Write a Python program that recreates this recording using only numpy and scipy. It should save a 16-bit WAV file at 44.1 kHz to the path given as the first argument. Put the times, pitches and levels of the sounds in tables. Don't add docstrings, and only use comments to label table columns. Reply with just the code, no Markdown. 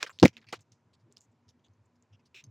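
import sys
import numpy as np
from scipy import signal
from scipy.io import wavfile
from scipy.ndimage import uniform_filter1d

SR = 44100
rng = np.random.default_rng(int(sys.argv[2]) if len(sys.argv) > 2 else 0)


def int16_out(signal):
    q = np.round(np.clip(np.atleast_2d(signal).T, -1, 1) * 32767)
    wavfile.write(sys.argv[1], SR, q.astype(np.int16))


def linear_from_db(decibels):
    return 10 ** (np.asarray(decibels, float) / 20)


N = 110250
LEFT_RIGHT = np.array([[1.], [-1.]])


def evened(x):
    return x / np.sqrt(np.mean(x ** 2) + 1e-20)


def read(points, hz):
    f, value = np.transpose(points)
    return np.interp(np.log(hz + 1), np.log(f + 1), value)


def add(mix, s, sound):
    part = mix[..., round(s * SR):][..., :sound.shape[-1]]
    part += sound[..., :part.shape[-1]]


def resonate(x, hz, width):
    r = np.exp(-np.pi * width / SR)
    return 2 * signal.lfilter([1 - r], [1, -r * np.exp(2j * np.pi * hz / SR)], x).real


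def narrow(x, hz, width):
    return resonate(resonate(x, hz, width), hz, width)


def crackle(count):
    grains_per_s, spread_db = 9000, 1.6
    is_grain = rng.random(count) < grains_per_s / SR
    size = linear_from_db(spread_db * np.minimum(rng.exponential(1, count), 4))
    click, hiss = rng.standard_normal((2, count))
    return evened(is_grain * click * size + .15 * hiss)


# (frequency [Hz], density [dB per Hz])
AIR_SPECTRUM = [(40, 7.5), (66, 6), (95, -1.5), (300, -9), (1300, -21), (2500, -27.5), (3200, -33),
                (6500, -36.5), (16000, -42)]
# (frequency [Hz], side minus mid [dB])
AIR_SIDE_LEVEL = [(60, -17.5), (950, -20), (15000, -9)]
# (frequency [Hz], width [Hz], level [dB])
HUM_MODES = [(110, 50, -77.5), (240, 10, -81), (960, 190, -88.5)]


def air():
    level_db, patch_db = -73, 0.97
    frames, hz = N // 256 + 5, np.fft.rfftfreq(1024, 1 / SR)
    a, b, c, d, patch = rng.standard_normal((frames, 513, 5)).T
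    patch = uniform_filter1d(patch, size=14, axis=0)
    patch = evened(uniform_filter1d(patch, size=8, axis=1))
    side_gain = linear_from_db(read(AIR_SIDE_LEVEL, hz))[:, None]
    z = np.array([a + 1j * b, (c + 1j * d) * side_gain])
    z *= linear_from_db(read(AIR_SPECTRUM, hz)[:, None] + patch_db * patch)
    mid, side = signal.istft(z, nperseg=1024, noverlap=768)[1][:, :N]
    highpass = signal.butter(2, 80, "high", fs=SR, output="sos")
    scale = linear_from_db(level_db) / np.std(signal.sosfilt(highpass, mid))
    hum = sum(linear_from_db(db) * evened(narrow(rng.standard_normal(N), f, w)) for f, w, db in HUM_MODES)
    return scale * np.array([mid + side, mid - side]) + hum


def slip(length, db, hz, width, rise, fade_db):
    release = .008
    t = np.arange(round(SR * (length + release))) / SR
    grit = crackle(len(t))
    body = evened(narrow(grit, hz, width))
    body = body + .45 * evened(narrow(grit, 1.85 * hz, 1.5 * width))
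    body = body + linear_from_db(-15) * grit
    shape = np.minimum(t / rise, 1) * np.clip((length + release - t) / release, 0, 1) ** 2
    return linear_from_db(db + fade_db * t / length) * shape * body


# (start [s], length [s], level [dB], pitch [Hz], width [Hz])
FOIL_STRAIN = (0, .026, -60, 2000, 2200)


def strain(hands):
    add(hands, FOIL_STRAIN[0], slip(*FOIL_STRAIN[1:], rise=0.0055, fade_db=13.5))


# (time [s], length [s], level [dB], pitch [Hz], width [Hz])
FOIL_SLIPS = [(.0265, .026, -44, 2500, 1800), (.0285, .02, -42, 480, 300), (.0653, .021, -50, 1570, 1530),
              (.0715, .014, -56, 4600, 1800), (.0945, .021, -52.5, 1100, 800),
              (.0995, .022, -61, 7400, 900), (.125, .06, -71, 4600, 2490), (.201, .017, -54, 4300, 3500),
              (.2275, .014, -29, 2600, 3500), (.229, .011, -33, 1150, 800), (.2495, .014, -32, 3200, 4000),
              (.2711, .022, -50.5, 2700, 2400), (.33, .035, -70, 2600, 1800),
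              (.3685, .012, -57, 2100, 1500), (.376, .009, -56, 2300, 1800), (.386, .014, -67, 2000, 1000),
              (.415, .012, -70, 2200, 2000), (.424, .014, -66, 1800, 1200), (.442, .011, -66, 1300, 1200),
              (.4685, .02, -61, 2400, 700), (.486, .02, -57, 2450, 900), (.486, .022, -62, 4900, 1800),
              (.508, .016, -69, 2500, 3000), (.525, .022, -47, 3700, 3800), (.5265, .022, -45, 340, 260),
              (.527, .017, -41, 1170, 800), (.528, .015, -44, 2130, 900), (.547, .012, -53, 2200, 2500),
              (.558, .018, -63, 2850, 3130), (.59, .016, -72, 3000, 3500), (.6107, .018, -70, 6400, 2800)]


def rustles(hands):
    for s, *row in FOIL_SLIPS:
        add(hands, s, slip(*row, rise=.001, fade_db=-10))


def snap(db, hz, t60=0.045, pan_db=0, share=.36):
    t = np.arange(round(SR * (abs(t60) + 0.0085))) / SR
    drive = (t == 0) * 2 + rng.standard_normal(len(t)) * linear_from_db(-60 * t / 0.0017) * 0.36
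    head = narrow(drive, hz, share * hz)
    head = head + .18 * narrow(drive, 1.6 * hz, 0.42 * hz)
    head = head + 0.04 * np.diff(drive, prepend=0)
    grit = crackle(len(t))
    tail = evened(narrow(grit, hz, 0.6045 * hz) + 0.14 * grit) * linear_from_db(-24.5 - 60 * t / t60)
    return linear_from_db(db + LEFT_RIGHT / 2 * pan_db) * (head / abs(head).max() + tail)


# (time [s], peak [dB], pitch [Hz])
FOIL_SNAPS = [(.0282, -21, 1585), (.0292, -20, 2420), (0.0289, -20.5, 3330), (.029, -21, 5400),
              (0.0296, -21.5, 6940), (0.0307, -31, 1020), (.033, -30, 2700), (.041, -40, 3020),
              (0.0641, -35, 1980), (.066, -41.5, 3000), (0.0678, -38, 1500), (0.0738, -44, 4640),
              (0.095, -36, 1400), (0.1015, -45, 1790), (.1885, -36.5, 3460), (.199, -25.5, 4160),
              (0.2283, -15, 4800), (0.2292, -19, 1650), (0.2389, -25, 4977), (.246, -25.5, 1697),
              (.251, -23, 2475), (0.2557, -6, 2083), (.2802, -26.5, 2600), (0.2802, -27.5, 5640),
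              (.4065, -67, 6420), (0.415, -61, 4500), (.4435, -61, 2960), (0.4687, -58, 4620),
              (0.5278, -25.5, 790), (.5287, -36.5, 5400), (.5325, -31.5, 2098), (0.5354, -30.5, 1200),
              (0.5402, -36.5, 1514), (0.6084, -49.5, 7800)]


def foil_snaps(hands):
    for s, *row in FOIL_SNAPS:
        add(hands, s, snap(*row))


# (time [s], signed force [1], contact [s])
STAND_KNOCKS = [(.2215, -.04, .003), (.2262, .62, .0024), (.2286, -.2, .0004), (.2303, .47, .0004),
                (.2331, .92, .0004), (.2351, 1.24, .004), (.2353, .36, .0004), (.2403, -.42, .0004),
                (.2489, .72, .002), (.2529, .65, .002), (.2561, -.2, .0004), (.2571, .35, .0004),
                (.2625, .15, .001), (.2805, .02, .002)]
# (frequency [Hz], level [dB], t60 [s])
STAND_MODES = [(105, -22, .03), (190, -6, .025), (300, -1, .018), (480, -3, .014), (760, -10, .008)]


def stand():
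    force, t = np.zeros(N), np.arange(6000) / SR
    for s, push, contact in STAND_KNOCKS:
        bump = np.sin(np.pi * np.arange(1 / SR, contact, 1 / SR) / contact) ** 2
        add(force, s, push * bump / bump.sum())
    ring = sum(linear_from_db(db - 60 * t / t60) * np.sin(2 * np.pi * hz * t) for hz, db, t60 in STAND_MODES)
    return 0.93 * signal.oaconvolve(force, ring)[:N]


def thud(db, hz, length):
    t = np.arange(round(SR * 1.5 * length)) / SR
    u = t / t[-1]
    tone = np.sin(2 * np.pi * hz * t * (1 - .05 * u) + 6 * rng.random())
    rough = evened(narrow(rng.standard_normal(len(t)), 0.964 * hz, 1.1 * hz))
    return linear_from_db(db) * np.sin(np.pi * u ** .9) ** 2 * (tone + 0.3 * rough)


# (time [s], level [dB], pitch [Hz], length [s])
ARM_THUDS = [(0.284, -47, 150.4, 0.029), (0.384, -59.5, 240, 0.057), (0.48, -57.5, 114, 0.039),
             (0.535, -39.5, 504, .014), (0.584, -56, 110, 0.061), (0.722, -60, 118, 0.039),
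             (1.04, -60, 120, .05), (1.07, -66.5, 350, 0.039), (1.294, -63, 113, .04),
             (1.335, -66, 248, 0.038), (1.474, -57.5, 99.74, 0.036), (1.561, -66.5, 251.7, 0.052),
             (1.701, -57, 99.8, 0.036), (1.8, -59.5, 110, .04), (2.13, -54.5, 106.6, 0.059),
             (2.206, -68, 250, 0.038), (2.349, -64.5, 400.3, 0.019), (2.448, -58, 150, 0.036),
             (2.483, -48, 115, .036), (1.109, -67, 431, 0.029)]


def thuds(table):
    for s, db, hz, length in ARM_THUDS:
        add(table, s - .65 * length, thud(db, hz, length))


# (time [s], peak [dB], pitch [Hz], tail t60 [s], left-right [dB])
CARD_TICKS = [(.368, -41, 2600, .06, -7.5), (.3681, -42, 3800, .05, -8), (0.7211, -50.5, 5970, 0.18, -3.5),
              (1.1245, -47, 7510, .05, -1.5), (1.1658, -55, 4600, .03, -2), (1.1697, -50.5, 3180, .05, 0),
              (1.205, -58, 7000, .03, -2.5), (1.1697, -42, 5220, .05, -3.5), (1.1812, -54, 6800, 0.073, -3),
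              (1.2082, -48.5, 7210, 0.058, -1.5), (1.2162, -51.5, 7317, .15, 0),
              (1.482, -61, 5200, .03, -2.5), (1.4905, -53, 5000, .07, -4.5), (1.684, -68.5, 4510, .03, -2),
              (2.025, -57.5, 7050, .09, -1)]


def card_ticks(hands):
    for s, *row in CARD_TICKS:
        add(hands, s, snap(*row, share=.24))


# (time [s], length [s], level [dB], pitch [Hz], width [Hz])
FINGER_STROKES = [(0.717, 0.016, -66.5, 4740, 3050), (0.93, 0.025, -68, 3950, 2460),
                  (1.2034, 0.053, -71.5, 7000, 1700), (1.1696, .022, -68.5, 4200, 2500),
                  (1.1116, .012, -77, 3700, 3000), (1.311, 0.021, -84, 7500, 1500),
                  (1.48, 0.028, -70.5, 3400, 1200), (1.484, 0.026, -68.5, 5700, 1800),
                  (1.638, 0.035, -70.5, 3430, 1200), (1.589, .02, -84, 3100, 1200),
                  (1.854, 0.012, -77.5, 7500, 2100), (1.953, .016, -79.5, 5500, 3006),
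                  (2.1237, 0.034, -68.5, 2860, 800), (2.1917, 0.021, -75.5, 2500, 1200),
                  (2.253, .025, -70, 4800, 3004), (2.438, .018, -70.5, 4800, 3000),
                  (0.99, .035, -82, 4600, 3500), (2.45, 0.016, -76.5, 5400, 1500)]


def strokes(hands):
    for s, length, *row in FINGER_STROKES:
        add(hands, s, slip(length, *row, rise=0.32 * length, fade_db=-10.5))


# (frequency [Hz], level [dB], t60 [s])
PART_MODES = [(6316, -0.5, 0.0174), (10220, -8.5, .016), (14100, -9, .014), (5000, -1.5, .006),
              (2200, -8, .005)]


def chink(db):
    t = np.arange(2000) / SR
    ring = sum(linear_from_db(p - 60 * t / t60) * np.sin(2 * np.pi * (hz * t + rng.random()))
               for hz, p, t60 in PART_MODES)
    rattle = 1 + .5 * evened(uniform_filter1d(rng.standard_normal(len(t)), size=30))
    return linear_from_db(db) * np.minimum(t / .0005, 1) * ring * rattle


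# (time [s], peak [dB])
PART_CHINKS = [
    (1.5005, -69),
    (1.665, -72),
    (1.735, -73),
    (2.4389, -50.5),
    (2.4402, -50.5),
    (2.447, -67),
    (2.4655, -70),
]


def chinks(hands):
    for s, db in PART_CHINKS:
        add(hands, s, chink(db))


# (start [s], length [s], level [dB], fade [dB])
THUMB_RIFFLE = (2.3435, .069, -52.5, -8)
# (frequency [Hz], width [Hz], level [dB])
EDGE_MODES = [(2700, 750, 0), (3500, 1500, -3.5), (5200, 2000, -9), (7200, 2600, -14)]


def riffle(hands):
    start, length, db, fade_db = THUMB_RIFFLE
    t = np.arange(round(SR * (length + .014))) / SR
    grit = crackle(len(t))
    body = evened(sum(linear_from_db(p) * evened(narrow(grit, f, w)) for f, w, p in EDGE_MODES))
    body = body + 0.22 * np.diff(grit, prepend=0)
    drop_db = 13 * np.clip((t - length) / .004, 0, 1)
    shape = linear_from_db(db + fade_db * t / length - drop_db) * np.minimum(t / 0.001484, 1)
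    add(hands, start, shape * body)


def room(x):
    mid_db, side_db, t60 = -21, -23, .08
    taps = np.zeros((2, 8000))
    at = np.arange(100, 7980, 20) + rng.integers(0, 20, (2, 394))
    np.put_along_axis(taps, at, rng.choice([-1., 1.], at.shape), 1)
    taps *= linear_from_db(-60 * np.arange(8000) / SR / t60)
    mid, side = signal.fftconvolve(x[None], taps / np.linalg.norm(taps[0]), axes=1)[:, :N]
    return linear_from_db(mid_db) * mid + linear_from_db(side_db) * side * LEFT_RIGHT


def scene():
    hands, table = np.zeros((2, N)), stand()
    foil_snaps(hands)
    card_ticks(hands)
    chinks(hands)
    rustles(hands)
    strokes(hands)
    strain(hands)
    riffle(hands)
    thuds(table)
    skew = .12 * np.diff(table, prepend=0) * LEFT_RIGHT
    return hands + room(hands.mean(0)) + table + skew + air()


def low_pass(x):
    return signal.sosfilt(signal.butter(12, 16660, fs=SR, output="sos"), x)


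# (frequency [Hz], gain [dB])
MIC_RESPONSE = [(40, -34.5), (66, -22), (90, 0), (7000, 3), (8500, -5.5), (16300, -14)]


def record(dry):
    ceiling = np.where(dry > 0, 4.2, 1.6)
    overloaded = ceiling * np.tanh(dry / ceiling)
    log_gain = np.log(linear_from_db(read(MIC_RESPONSE, abs(np.fft.fftfreq(8192, 1 / SR)))))
    taps = np.fft.ifft(np.exp(np.conj(signal.hilbert(log_gain)))).real[:4096]
    taps = taps * np.hanning(8192)[4096:]
    mix = signal.oaconvolve(overloaded, taps[None], axes=1)[:, :N]
    return low_pass(mix)


dry = scene()
out = record(dry)
int16_out(out)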